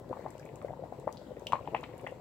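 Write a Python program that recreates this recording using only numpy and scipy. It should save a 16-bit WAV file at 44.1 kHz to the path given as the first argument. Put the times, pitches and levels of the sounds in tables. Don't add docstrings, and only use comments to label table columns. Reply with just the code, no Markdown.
import sys
import numpy as np
from scipy import signal
from scipy.fft import rfft, irfft, next_fast_len
from scipy.io import wavfile
from scipy.ndimage import uniform_filter1d, map_coordinates

SR = 44100
rng = np.random.default_rng(int(sys.argv[2]) if len(sys.argv) > 2 else 0)


def master(y):
    cut = np.clip(np.atleast_2d(y).T, -1, 1)
    pcm = np.round(cut * 32767)
    wavfile.write(sys.argv[1], SR, pcm.astype(np.int16))


def undo_db(level):
    steps = np.asarray(level, float) / 20
    return 10 ** steps


N = 97328

POP_RISE_CYCLES, POP_LEFT_DB = 0.48, 7
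PLIP_LEFT_DB = 3
TOP_HZ = 15850


def unit(x):
    return x / np.sqrt(np.mean(x ** 2) + 1e-20)


def along(points, hz):
    f, v = np.transpose(points)
    return np.interp(np.log(hz + 1), np.log(f + 1), v)


def wobble(rate):
    knots = rng.standard_normal(int(N * rate / SR) + 4)
    return map_coordinates(knots, [np.arange(N) * rate / SR])


def filtered(x, response):
    size = next_fast_len(N + SR // 4)
    hz = np.fft.rfftfreq(size, 1 / SR)
    return irfft(rfft(x, size) * response(hz), size)[..., :N]


def placed(start_s, shapes, lead, left_db):
    first = np.round(start_s * SR).astype(int)[:, None] - lead
    at = np.clip(first + np.arange(shapes.shape[-1]), 0, N)
    left = undo_db(np.clip(left_db, -14, 14) + 0 * start_s)
    gains = np.array([2 * left / (1 + left), 2 / (1 + left)])
    sides = shapes * gains[:, :, None]
    return np.array([np.bincount(at.ravel(), side.ravel(), N + 1)[:N] for side in sides])


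def bubbles(start_s, level_db, pitch_hz, life, rise, left_db, skew=0., size=900):
    lead = size // 3
    cycles = (np.arange(size) - lead) / SR * pitch_hz[:, None]
    fall = np.clip(life + 0 * start_s, 0.65, 9)[:, None]
    swell = (rise + 0 * start_s)[:, None]
    growing = np.exp(-(cycles / swell) ** 2)
    dying = np.exp(1 - np.sqrt(1 + 3 * (cycles / fall) ** 2))
    shape = undo_db(level_db)[:, None] * np.where(cycles < 0, growing, dying)
    gliding = cycles + 0.037 * cycles * cycles / fall
    turn = np.multiply.outer([0.5, -0.5], skew + 0 * start_s)[:, :, None]
    return placed(start_s, shape * np.cos(2 * np.pi * gliding + turn), lead, left_db)


def spray(start_s, level_db, pitch_hz, count=9):
    draw, tone, side = rng.random((len(start_s), count, 3)).T
    late = -np.log(1 - 0.95 * draw)
    land_s = start_s + 0.014 * late
    drop_db = level_db - 10.5 - 8 * late
    drop_hz = pitch_hz * 2 ** (0.3 * (2 * tone - 1))
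    left_db = PLIP_LEFT_DB - 4.5 + 14 * side
    return bubbles(land_s.ravel(), drop_db.ravel(), drop_hz.ravel(), life=2.2, rise=0.9,
                   left_db=left_db.ravel(), skew=(3 * side).ravel(), size=300)


# start_s, level_db (peak), pitch_hz, life_cycles
LARGE_BURSTS = [(0.11, -29, 374, 1.2), (0.1138, -27.5, 520, 1.4), (0.1295, -27.5, 903, 1.9),
                (0.1376, -41, 1086, 4.6), (0.1691, -35, 800, 0.7), (0.1726, -32, 730, 0.58),
                (0.1942, -32, 516, 1.55), (0.2623, -26, 704, 0.81), (0.2649, -31.5, 895, 1.7),
                (0.6476, -25.5, 520, 1.76), (0.707, -29.5, 620, 1.24), (0.7941, -35.5, 497, 4.2),
                (0.8383, -31, 653, 2.34), (0.925, -30, 686, 1.45), (1.0738, -23, 565, 1.55),
                (1.0774, -18.5, 776, 0.81), (1.3175, -36, 510, 4), (1.3715, -32.5, 476, 1.2),
                (1.523, -23, 983, 1.56), (1.533, -12.5, 980, 2.26), (1.5552, -23, 875, 0.74),
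                (1.5459, -39, 1090, 2.9), (1.5673, -42, 1020, 7.8), (1.592, -40.5, 1000, 2.7),
                (1.5403, -32, 556, 2.7), (1.6758, -28, 844, 2.4), (1.6862, -30, 394, 0.53),
                (1.7272, -34, 516, 0.41), (1.7362, -30, 503, 0.9), (1.7452, -26.5, 590, 0.7),
                (1.748, -17, 836, 1.23), (1.7514, -27, 740, 0.52), (1.7559, -29, 850, 1.2),
                (1.8323, -32, 890, 1.35), (1.8393, -36, 1170, 1.2), (1.9388, -37.5, 520.0, 2.8),
                (2.0417, -34.5, 510, 0.8), (2.0471, -32, 520.0, 0.74), (2.071, -28.5, 800, 0.52),
                (2.1225, -33.5, 515, 2.1)]


def large_bursts():
    start_s, level_db, pitch_hz, life = np.transpose(LARGE_BURSTS)
    rise = POP_RISE_CYCLES + 0.08 * life
    pop = bubbles(start_s, level_db, pitch_hz, life, rise, POP_LEFT_DB)
    splash = spray(start_s, level_db - 17.5, 2.38 * pitch_hz)
    thump_hz = 210 + 0 * start_s
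    thump = bubbles(start_s + 0.004, level_db - 28, thump_hz, life=1, rise=0.5, left_db=4, size=2400)
    return pop + splash + thump


# start_s, level_db (peak), pitch_hz
SMALL_BURSTS = [(0.0949, -37.5, 410), (0.0984, -33, 520.0), (0.2555, -33.5, 560), (0.3539, -35, 530),
                (0.4518, -38, 520.0), (0.5398, -36, 477), (0.6653, -39, 496), (0.6971, -34, 594),
                (0.731, -36.5, 730), (0.7365, -34.5, 820), (0.8247, -33.5, 546), (0.989, -37.5, 400),
                (1.091, -34.5, 940), (1.3078, -36, 540), (1.4213, -34.5, 473), (1.4635, -36, 520),
                (1.5006, -36.5, 520), (1.612, -35.5, 553), (1.8385, -45, 700), (2.0344, -38, 390),
                (0.016, -40, 520), (0.2255, -42, 434), (0.4155, -39.5, 520), (0.476, -42, 570),
                (0.631, -40, 560), (1.0425, -40, 477), (1.2165, -40, 550), (1.475, -41, 520),
                (1.799, -39, 554), (1.856, -47, 650), (2.0528, -45, 496), (2.0745, -40, 780)]


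def small_bursts():
    start_s, level_db, pitch_hz = np.transpose(SMALL_BURSTS)
    return bubbles(start_s, level_db, pitch_hz, 1.6, POP_RISE_CYCLES, POP_LEFT_DB)


# start_s, level_db (peak), pitch_hz, life_cycles
THIN_PLIPS = [(0.398, -53, 1580, 10), (0.4299, -46, 2180, 1.1), (0.4618, -48.5, 2220, 3.7),
              (0.6162, -47.5, 2050, 1.9), (0.6165, -41.5, 1140, 2.8), (0.616, -54, 3460, 1.4),
              (0.6837, -47, 1920, 4.5), (1.1719, -39.5, 4070, 1), (1.3675, -45.5, 1920, 0.63),
              (1.4692, -30, 2815, 7.8), (1.4725, -36, 3020, 7.8), (1.5065, -53, 2950, 3.1),
              (1.469, -41, 4170, 3), (1.523, -27, 2500, 0.7), (1.5325, -40, 3820, 3.5),
              (1.5563, -36, 2030, 0.7), (1.657, -49, 2820, 2.3), (1.6752, -42, 2750, 0.57),
              (1.7478, -26, 2020, 1.9), (1.7481, -30.5, 2500, 6.7), (1.7585, -50, 2530, 5.4),
              (1.7646, -36.5, 2500, 5.4), (1.765, -37, 1800, 1.9), (1.773, -55, 2600, 4),
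              (1.8375, -46, 3700, 4.5), (1.8372, -40, 2370, 1.9), (1.8405, -36.5, 2780, 3.1),
              (1.841, -37, 2070, 1), (1.935, -49, 2000, 3.2), (2.0662, -32, 1915, 6.5),
              (2.066, -48, 3000, 2.6), (2.071, -34, 2410, 1.8), (0.1295, -57, 2300, 3.6),
              (0.381, -55, 2750, 4.2), (0.4905, -50, 2300, 2.8), (0.557, -57, 2370, 2.5),
              (0.647, -54, 2020, 2.2), (2.094, -49, 2700, 2.2), (0.72, -60, 3200, 4),
              (1.256, -62, 3200, 2.2), (1.9965, -47, 2370, 1.7), (2.04, -56, 2000, 2.7)]


def plips():
    start_s, level_db, pitch_hz, life = np.transpose(THIN_PLIPS)
    place = rng.uniform(-0.57, 1, (len(start_s), 2))
    left_db = PLIP_LEFT_DB + 2.3 * place[:, 0]
    skew_rad = 0.98 * (1 + place[:, 1])
    plip = bubbles(start_s, level_db, pitch_hz, life, 0.73, left_db, skew_rad, size=600)
    return plip + spray(start_s, level_db, pitch_hz)


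# start_s, level_db (peak), centre_hz, left_db (left over right)
SPAT_DROPLETS = [(0.3052, -48.5, 6950, 18.3), (0.3803, -51.5, 6330, 3), (0.3966, -50, 5500, 7.5),
                 (0.558, -48.5, 7040, 8), (0.9992, -54, 6840, -1), (1.1263, -43, 5440, 10),
                 (1.396, -50.5, 6850, 1), (1.469, -34.5, 5000, 0), (1.5227, -44, 5530, 5),
                 (1.8093, -52.5, 7250, 7), (1.98, -51, 8600, -18), (2.012, -53, 9110.0, -3),
                 (0.092, -57.5, 4170, 11), (0.284, -57, 4800, 12), (0.309, -60, 9000, 7),
                 (0.454, -53, 7700, 4), (0.625, -56, 7500, -4), (1.7639, -59, 4900, 1.5),
                 (1.8334, -54, 5000, -1.5), (2.0732, -55, 7600, -1.5), (2.11, -59, 7640, 1.5)]


def spits():
    start_s, level_db, centre_hz, left_db = np.transpose(SPAT_DROPLETS)
    size, lead = 512, 64
    t, hz = (np.arange(size) - lead) / SR, np.fft.rfftfreq(size, 1 / SR)
    centre = centre_hz[:, None]
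    detune = hz / centre - centre / (hz + 1)
    colour = 1 / (1 + (1.64 * detune) ** 2) + undo_db(-17) * (hz > 0.8 * centre)
    noise = rng.standard_normal((2, len(start_s), size))
    rise_s, fall_s = 0.0004, 0.0019
    envelope = np.where(t < 0, np.exp(-(t / rise_s) ** 2), np.exp(-np.abs(t) / fall_s))
    crackle = irfft(rfft(noise) * colour) * envelope
    crackle = crackle / np.abs(crackle).max(axis=2, keepdims=True)
    return placed(start_s, undo_db(level_db + 1.5)[:, None] * crackle, lead, left_db)


# start_s, level_db (peak), pitch_hz
HEAVES = [(0.112, -42.5, 122), (0.411, -54, 122), (0.471, -54, 136), (0.54, -50.5, 117), (0.619, -51, 101),
          (0.701, -40.5, 116), (0.836, -42.5, 122), (0.991, -43, 124), (1.068, -44.5, 172),
          (1.29, -41, 193), (1.535, -39, 116), (1.606, -47, 110), (1.688, -41, 187.6), (2.042, -50, 114)]


def heaves():
    start_s, level_db, pitch_hz = np.transpose(HEAVES)
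    return bubbles(start_s, level_db, pitch_hz, life=1.3, rise=1, left_db=2.5, size=4200)


def swarm(per_s, level_db, pitch_at, octaves, spread_db, life, left_db):
    draw = rng.random((int(per_s * N / SR), 2))
    bell = rng.standard_normal((len(draw), 2))
    start_s = draw[:, 0] * N / SR
    size_db = np.minimum(-spread_db * np.log(draw[:, 1] + 1e-9), 3 * spread_db)
    pitch_hz = pitch_at(start_s) * 2 ** (octaves * np.clip(bell[:, 0], -1.8, 1.25))
    side = bell[:, 1]
    skew_rad = pitch_hz / 2500 * side
    out = bubbles(start_s, size_db, pitch_hz, life, 0.37, left_db + 2 * side, skew_rad, size=600)
    return undo_db(level_db) * unit(out)


# centre_hz, width_hz, lift_db
POT_MODES = [(111, 72, 4), (508.4, 18, 6.5), (1085, 270, 4.5)]


def pot(x):
    def lift(f):
        return undo_db(sum(db * np.exp(-((f - hz) / wide) ** 2) for hz, wide, db in POT_MODES))
    return filtered(x, lift)


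def murmur():
    return pot(swarm(800, -52.5, lambda at: 520, octaves=0.6, spread_db=3, life=1.96, left_db=7.1))


# start_s, effort_db, pitch_hz
FROTH = [
    (0.08, -2.5, 1510),
    (.2, 10.5, 1790),
    (.46, 2.5, 2240),
    (.75, -3.5, 2280),
    (1.1, 0.5, 2100),
    (1.19, 7.5, 4180),
    (1.35, 0.5, 2860),
    (1.8, 10.5, 2240),
    (2.2, 2, 2180),
]


def boil_effort_db():
    start_s, effort_db, _ = np.transpose(FROTH)
    return np.interp(np.arange(N) / SR, start_s, effort_db)


def froth():
    start_s, _, pitch_hz = np.transpose(FROTH)
    fizz = swarm(600, -75.5, lambda at: np.interp(at, start_s, pitch_hz), octaves=0.22,
                 spread_db=3.5, life=6, left_db=8.9)
    return undo_db(boil_effort_db()) * fizz


# frequency_hz, likeness [0-1]
LIKENESS = [(60, 0.96), (300, 0.98), (1000, 0), (9000, 0.03)]
# frequency_hz, left_db
SIDE_LEAN = [(50, 2), (600, 5.5), (3000, 2.5), (9000, 1.2)]


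def rush(spectrum, patchy_db):
    z = signal.stft(rng.standard_normal((2, N)), nperseg=512)[2]
    patches = uniform_filter1d(rng.standard_normal(z.shape[1:]), 5, 0)
    patches = unit(uniform_filter1d(patches, 6, 1))
    pair = signal.istft(z * undo_db(patchy_db * patches), nperseg=512)[1][:, :N]

    def mid_side(hz):
        turn = np.arccos(np.clip(along(LIKENESS, hz), -1, 1)) / 2
        return undo_db(along(spectrum, hz)) * np.array([np.cos(turn), np.sin(turn)])

    def lean(hz):
        half_db = along(SIDE_LEAN, hz) / 2
        return undo_db([half_db, -half_db])

    mid, side = filtered(pair, mid_side)
    return unit(filtered(np.array([mid + side, mid - side]), lean))


# frequency_hz, density_db (per Hz)
SIMMER = [(24, -64), (40, -11.5), (135, 6.5), (453, -5.5), (551, 2), (909, -18.5), (1500, -48), (1950, -16),
          (3300, -120)]


def simmer():
    sway_db = wobble(25)
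    return undo_db(-52 + sway_db) * unit(pot(rush(SIMMER, patchy_db=-0.3)))


def mains_hum():
    side_db = np.array([[0.9], [-0.9]])
    hum_hz = 56.4
    return undo_db(-63 + side_db) * np.sqrt(2) * np.sin(2 * np.pi * hum_hz * np.arange(N) / SR)


# frequency_hz, density_db (per Hz)
STEAM_HISS = [(760, -65), (1300, 4), (2480, -7), (3990, -6.5), (5660, -12.5), (7610, -11), (9010, -19),
              (15100, -14.5), (16300, -17)]


def hiss():
    drift_db, swell_db = 0.5 * wobble(20), 0.25 * boil_effort_db()
    steam = filtered(rush(STEAM_HISS, patchy_db=1.5), lambda hz: hz < TOP_HZ)
    return undo_db(-68 + swell_db + drift_db) * steam


# frequency_hz, t60_s
ROOM_DECAY = [(300, 0.11), (2000, 0.18), (10000, 0.25)]


def kitchen(x):
    out, size = np.zeros((2, N + SR)), 4096
    delay, share = round(0.004 * SR), 0.28
    for start in range(0, N, size):
        noise = rng.standard_normal((3, SR // 4))
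        both = np.sqrt(share) * noise[2] + np.sqrt(1 - share) * noise[:2]
        hz, t, z = signal.stft(both, SR, nperseg=256)
        decay = undo_db(-60 * t / along(ROOM_DECAY, hz)[:, None])
        tail = signal.istft(z * decay, SR, nperseg=256)[1]
        tail = tail / np.linalg.norm(tail[0])
        wet = signal.fftconvolve(x[:, start:start + size], tail, axes=1)
        out[:, start + delay:][:, :wet.shape[1]] += wet
    return undo_db(-7.5) * out[:, :N]


def scene():
    bursts = large_bursts() + small_bursts() + plips() + heaves()
    near = bursts + spits() + murmur() + froth()
    steady = simmer() + mains_hum() + hiss()
    return near + kitchen(near) + steady


def roll_off(x):
    return signal.sosfilt(signal.butter(12, 16740, fs=SR, output="sos"), x)


def record(dry):
    def microphone(hz):
        port = undo_db(5 * np.exp(-((hz - 7700) / 260) ** 2))
        low_cut = hz ** 4 / (hz ** 4 + 42 ** 4)
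        return port * low_cut * (hz < 1.03 * TOP_HZ)
    mix = filtered(dry, microphone)
    return roll_off(mix)


dry = scene()
out = record(dry)
master(out)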